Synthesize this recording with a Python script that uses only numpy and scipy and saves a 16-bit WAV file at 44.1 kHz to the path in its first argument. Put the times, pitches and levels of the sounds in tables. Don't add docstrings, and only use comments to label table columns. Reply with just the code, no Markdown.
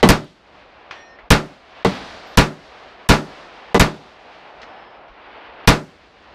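import sys
import numpy as np
from scipy import signal
from scipy.fft import rfft, irfft, next_fast_len
from scipy.io import wavfile
from scipy.ndimage import uniform_filter1d, minimum_filter1d

SR = 44100
rng = np.random.default_rng(int(sys.argv[2]) if len(sys.argv) > 2 else 0)


def digitize_waveform(pressure):
    field = np.atleast_2d(pressure).T
    bounded = np.clip(field, -1, 1)
    quanta = np.round(bounded * 32767).astype(np.int16)
    wavfile.write(sys.argv[1], SR, quanta)


def convert_level_to_amplitude(level_db):
    exponent = np.asarray(level_db, float) / 20
    return 10 ** exponent


N = 279594


def on_log(table, hz):
    f, value = np.transpose(table)
    return np.interp(np.log(hz + 1), np.log(f), value)


def add(out, x, start_s):
    i = int(start_s * SR)
    out[i:i + len(x)] += x[:len(out) - i]


def band_noise(low_hz, high_hz, order, size):
    b, a = signal.butter(order, [low_hz, high_hz], "band", fs=SR)
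    return signal.lfilter(b, a, rng.standard_normal(size))


def bands(size, colour, centres):
    hz = np.fft.rfftfreq(size, 1 / SR)
    spectrum = rfft(rng.standard_normal(size)) * convert_level_to_amplitude(on_log(colour, hz))
    share = np.array([on_log(np.c_[centres, row], hz) for row in np.eye(len(centres))])
    parts = irfft(spectrum * share, size)
    return parts / np.std(parts.sum(0))


def walk(rate):
    k = int(SR / rate)
    held = np.repeat(rng.standard_normal(N // k + 1), k)
    return 1.3 * uniform_filter1d(uniform_filter1d(held, k), k)[:N]


def volley(times, shots, echoes, colour, t60, boom, air_db, boom_db, crack_db, rasp_hz, front_db,
           crack_s, wash_s, rise_s, same):
    out, t = np.zeros(N), np.arange(1 << 15) / SR
    hz, t60_s = np.transpose(t60)
    fade = convert_level_to_amplitude(-60 * t / t60_s[:, None]) * (1 - np.exp(-t / rise_s))
    shelter = bands(len(t), colour, hz)
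    body = sum(swing * convert_level_to_amplitude(db - 60 * t / s) * np.sin(2 * np.pi * f * t) for f, db, s, swing in boom)
    front = convert_level_to_amplitude(front_db) * (1 - t / .0002) * np.exp(-t / .0004)
    bursts = sum((t >= lag) * convert_level_to_amplitude(db - 60 * abs(t - lag) / crack_s) for lag, db in echoes)
    for at, (db, rasp_db, wash_db, build_s) in zip(times, shots):
        air = same * shelter + np.sqrt(1 - same ** 2) * bands(len(t), colour, hz)
        rasp = convert_level_to_amplitude(crack_db + rasp_db) * bursts * band_noise(*rasp_hz, 1, len(t))
        wash = bands(len(t), colour, hz)[-2:].sum(0) * convert_level_to_amplitude(wash_db - 60 * t / wash_s)
        room = convert_level_to_amplitude(air_db) * (air * fade).sum(0) + convert_level_to_amplitude(boom_db) * body
        room = room * (1 - np.exp(-t / build_s))
        add(out, convert_level_to_amplitude(db) * (room + rasp + wash + front), at)
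    return out


NEAR_S = [.0891, 1.3051, 2.3737, 3.0898, 3.7966, 5.6750]
# (strength [dB], rasp [dB], lingering wash [dB], build-up [s])
NEAR = [
    (-10, 5, -30, 0.00091),
    (-7.5, 1, -21, 0.0012),
    (-7.5, -0.5, -21, 0.0026),
    (-6, -4, -19.5, 0.0097),
    (-10, 3, -39, 0.0022),
    (-7, 2, -20.5, 0.00078),
]
# (delay [s], level [dB])
NEAR_ECHO = [(0, 0), (.0045, -10.5), (.0075, -2.5), (0.014, -4), (0.014, -8.5), (0.021, -17.5),
             (0.029, -16.5)]
# (frequency [Hz], level [dB per Hz])
NEAR_AIR = [(150, -14.5), (260, -5), (648, -5.5), (744, -8.5), (1010, -5.5), (1110, -8), (1210, -5),
            (4320, -15), (14400, -41), (16000, -65.5)]
# (frequency [Hz], t60 [s])
NEAR_T60 = [(60, 0.15), (190, 0.39), (400, 0.27), (1000, 0.23), (3000, 0.18), (7000, 0.2), (14000, 0.19)]
# (frequency [Hz], level [dB], t60 [s], first swing [+1 out, -1 in])
BOOM = [(41.3, 5.5, .14, -1), (74, 1.5, 0.11, 0.98), (112.9, 5, 0.12, -1), (152.5, -2, 0.3, -1),
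        (209.1, 0.5, 0.15, 0.99), (262.7, 6, .09, -0.63), (283.3, -4, 0.18, 0.95), (376.3, -11, 0.34, 0.9),
        (477, -10, .17, -1), (591, -10, 0.32, 0.74), (796, -15.5, 0.092, -0.9), (848, -7, 0.21, 0.92),
        (1172, -15, 0.17, 1)]


def near_rifle():
    return volley(NEAR_S, NEAR, NEAR_ECHO, NEAR_AIR, NEAR_T60, BOOM, air_db=6, boom_db=2.5, crack_db=7.5,
                  rasp_hz=(1500, 7000), front_db=-6.5, crack_s=0.016, wash_s=.6, rise_s=0.0012, same=0.86)


def action():
    out, u = np.zeros(N), np.arange(400) / SR
    for at in NEAR_S:
        click = np.diff(rng.standard_normal(101)) * np.linspace(.15, 1, num=100)
        add(out, convert_level_to_amplitude(-13) * click, at - 100 / SR)
        for lag, db in [(.148, -52), (.16, -58)]:
            clack = band_noise(5000, 13000, 2, len(u))
            level = convert_level_to_amplitude(db + 3 * rng.standard_normal() - 60 * u / .02)
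            add(out, level * clack, at + lag + .006 * rng.standard_normal())
    return out


FAR_S = [.0289, 1.8478, 3.7453]
# (strength [dB], rasp [dB], lingering wash [dB], build-up [s])
FAR = [
    (1, 0.012, -25, 0.00036),
    (-6.5, 0.0073, -16.5, 0.00025),
    (-3, 0.00034, -21, .0002),
]
# (delay [s], level [dB])
FAR_ECHO = [(0, -9.5), (.004, -9.5), (.009, -8.5), (0.013, -5.5)]
# (frequency [Hz], level [dB per Hz])
FAR_AIR = [(35, -43.5), (60, -8), (200, 4), (480, -4), (636, -2.5), (822, -0.5), (1580, -7.5),
           (1780, -11.5), (3670, -13), (9790, -37), (14200, -48), (16000, -82)]
# (frequency [Hz], t60 [s])
FAR_T60 = [(60, 0.37), (250, 0.34), (600, 0.19), (1500, 0.14), (4000, 0.13), (12000, 0.19)]
# (frequency [Hz], level [dB], t60 [s], first swing [+1 out, -1 in])
FAR_BOOM = [(45, -4.5, 0.075, -1), (102, -1.5, 0.13, 0.99), (191.2, -3.5, 0.3, -0.8), (285, -10, 0.38, 1),
            (383, 2, 0.085, 1), (464.3, 0, 0.12, -1.7), (586, -7.5, 0.29, -1), (803, 0.5, 0.1, 1),
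            (2000, -6.5, 0.19, 0.75)]


def far_rifle():
    return volley(FAR_S, FAR, FAR_ECHO, FAR_AIR, FAR_T60, FAR_BOOM, air_db=-2.5, boom_db=-7.0, crack_db=-24,
                  rasp_hz=(900, 4500), front_db=2, crack_s=0.019, wash_s=.8, rise_s=0.0022, same=0.67)


# (time [s], tick rms [dB], tail t60 [s], tail level [dB], treble [dB])
TICKS = [
    (.538, -55, .1, -4, 0),
    (0.9095, -29.5, 0.32, -3, -2.5),
    (1.188, -45.5, 0.25, 2.5, -10),
    (4.616, -41, 0.2, -1.5, 6),
    (4.631, -35.5, 0.14, -4.5, -4),
    (4.905, -54, .09, -13.5, 5),
    (4.92, -79, 0.041, -10, 17),
    (5.008, -66, .1, -3, 4),
    (5.082, -47, 0.55, -4, -5.5),
]
# (frequency [Hz], level [dB per Hz])
TICK_AIR = [(35, -42.5), (60, -28.5), (569, -10), (893, -12), (1120, -8), (1430, -6.5), (2050, -5.5),
            (2810, -9.5), (5780, -20.5), (13000, -71)]
# (frequency [Hz], rms [dB], loudest after [s], swell width [s])
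CASE_A = [(1828, -48, .1, .2), (2502, -57, .09, .08), (3024, -59, .02, .07), (3349, -60, .06, .06),
          (3504, -57, .03, .07), (4132, -64, .15, .12), (5293, -61, .18, .05), (5678, -58, .1, .055),
          (6299, -79, .18, .08), (7450, -81, .05, .1), (8231, -78, .05, .04), (9620, -96, .11, .04)]
# (frequency [Hz], rms [dB], loudest after [s], swell width [s])
CASE_B = [(1726, -57, .15, .2), (3240, -65, .15, .2), (4869, -75, .27, .1), (5207, -67, .07, .35),
          (7680, -93, .02, .1)]
# (frequency [Hz], rms [dB], loudest after [s], swell width [s])
CHIRP = [(13018, -66, .03, .045)]
# (time [s], length [s], partials)
RINGS = [
    (.93, .26, CASE_A),
    (4.65, .34, CASE_B),
    (1.905, .15, CHIRP),
    (2.26, .1, CHIRP),
]


def spent_cases():
    out, t = np.zeros(N), np.arange(N) / SR
    for at, db, t60, tail_db, treble_db in TICKS:
        u = t[:SR // 3]
        low, high = bands(len(u), TICK_AIR, [2000, 5000])
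        grit = (low + convert_level_to_amplitude(treble_db) * high) * (1 - np.exp(-u / 0.00026)) ** 2
        fall = convert_level_to_amplitude(-60 * u / 0.02) + convert_level_to_amplitude(tail_db - 60 * u / t60)
        add(out, convert_level_to_amplitude(db) * grit * fall, at)
    for start, length, modes in RINGS:
        u = t[:int(length * SR)]
        edge = np.clip(np.minimum(u / .01, (length - u) / 0.027), 0, 1)
        for hz, db, top, spread in modes:
            swell = convert_level_to_amplitude(2 * walk(60)[:len(u)]) / (1 + ((u - top) / spread / 1.4) ** 2) ** 2
            add(out, np.sqrt(2) * convert_level_to_amplitude(db) * edge * swell * np.sin(2 * np.pi * hz * u), start)
    return out


# (time [s], near scatter [dB], far return [dB], return brightness [dB], microphone gain dip [dB])
ROLLS = [
    (-.3, -45.5, -39, 1, 5),
    (.089, -47.5, -35.5, 0.5, 30.5),
    (1.305, -51, -42, 6, 13),
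    (1.848, -43.5, -38.5, 0.5, 6),
    (2.374, -49, -37.5, 0.5, 14),
    (3.09, -48, -37, 2.5, 11.5),
    (3.797, -48.5, -37, 0.5, 16),
    (4.76, -91, -46, 5, 0),
    (5.02, -92.5, -42.5, -0.5, -4),
    (5.675, -47, -39, 2, 27.5),
]
# (frequency [Hz], level [dB per Hz])
ROLL_AIR = [(15, -45), (25, -16), (60, -7), (102, -14.5), (144, -14), (353, -7.5), (761, -2), (892, -5.5),
            (2780, -16), (4730, -27), (7220, -46), (12600, -64.5), (14000, -71.5)]
# (low edge [Hz], high edge [Hz])
ROLL_EDGES = [(40, 250), (400, 1500), (2000, 4500), (5500, 9000)]
# (still air [dB], scatter [dB], its fall [dB/s], return [dB], its fall [dB/s])
ROLL_PARTS = [(-60, 7.5, 36.5, -21, 11.5), (-62.5, 17, 33.5, 0.5, 7.5), (-61.5, 13, 35.5, -4, 18),
              (-88, -0.5, 25.5, -35, 23.5)]
BRIGHT_SHARES = [-1, 0, 1, .5]


def range_echo():
    return_s, return_rise_s, recover_s = .5, .06, 0.72
    t = np.arange(N) / SR
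    at, scatter_db, return_db, bright_db, dip_db = np.transpose(ROLLS)[:, :, None]
    age = np.maximum(t - at, 0)
    arrive = (t > at) / (1 + np.exp((return_s - age) / return_rise_s))
    gain = convert_level_to_amplitude(-(dip_db * (t > at) * np.exp(-age / recover_s)).max(axis=0))
    centres = [np.sqrt(lo * hi) for lo, hi in ROLL_EDGES]
    parts = bands(next_fast_len(N), ROLL_AIR, centres)[:, :N]
    power = abs(rfft(parts.sum(0))) ** 2 * 2 / N ** 2
    hz = np.fft.rfftfreq(N, 1 / SR)
    out, patchy_db = 0, walk(9.9)
    for part, levels, (lo, hi), share in zip(parts, ROLL_PARTS, ROLL_EDGES, BRIGHT_SHARES):
        still_db, near_db, near_fall, far_db, far_fall = levels
        unit = part / np.sqrt(power[(hz > lo) & (hz < hi)].sum())
        near = (t > at) * convert_level_to_amplitude(scatter_db + near_db - near_fall * age) ** 2
        far_level_db = return_db + share * bright_db + far_db - far_fall * (age - return_s)
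        far = arrive * convert_level_to_amplitude(far_level_db) ** 2
        level = np.sqrt(gain ** 2 * (near + far).sum(axis=0) + convert_level_to_amplitude(still_db) ** 2)
        out = out + unit * level * convert_level_to_amplitude(patchy_db + walk(25))
    return out


# (time [s], level [dB], frequency [Hz])
BUMPS = [
    (0, -32, 70.4),
    (.905, -53, 60.5),
    (1.219, -45, 45),
    (5.09, -42.5, 39.4),
    (5.47, -48, 55),
    (6.309, -51, 55),
]


def bumps():
    out, u = np.zeros(N), np.arange(SR // 20) / SR
    for at, db, hz in BUMPS:
        add(out, convert_level_to_amplitude(db) * np.hanning(len(u)) * np.sin(2 * np.pi * hz * u), at)
    return out


def scene():
    return (near_rifle() + action() + far_rifle() + spent_cases() + range_echo() + bumps())[None]


def band_limit(x):
    return signal.sosfilt(signal.butter(12, 16510, fs=SR, output="sos"), x)


def record(dry):
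    x = .89 * dry / (1 + abs(dry) ** 4) ** (1 / 4)
    loud = (abs(dry) > .55).astype(float)
    overload = (abs(dry) > 1).astype(float)
    coming = -minimum_filter1d(-overload, size=801, origin=-400)
    past = -minimum_filter1d(-loud, size=241, origin=120)
    dip = uniform_filter1d(coming, size=301, origin=150) * (1 - past)
    x = x * convert_level_to_amplitude(-11 * dip)
    x = signal.lfilter(*signal.butter(1, [5, 12000], "band", fs=SR), x)
    x = signal.sosfilt(signal.ellip(9, .1, 40, 15300, fs=SR, output="sos"), x)
    return band_limit(x)


dry = scene()
out = record(dry)
digitize_waveform(out)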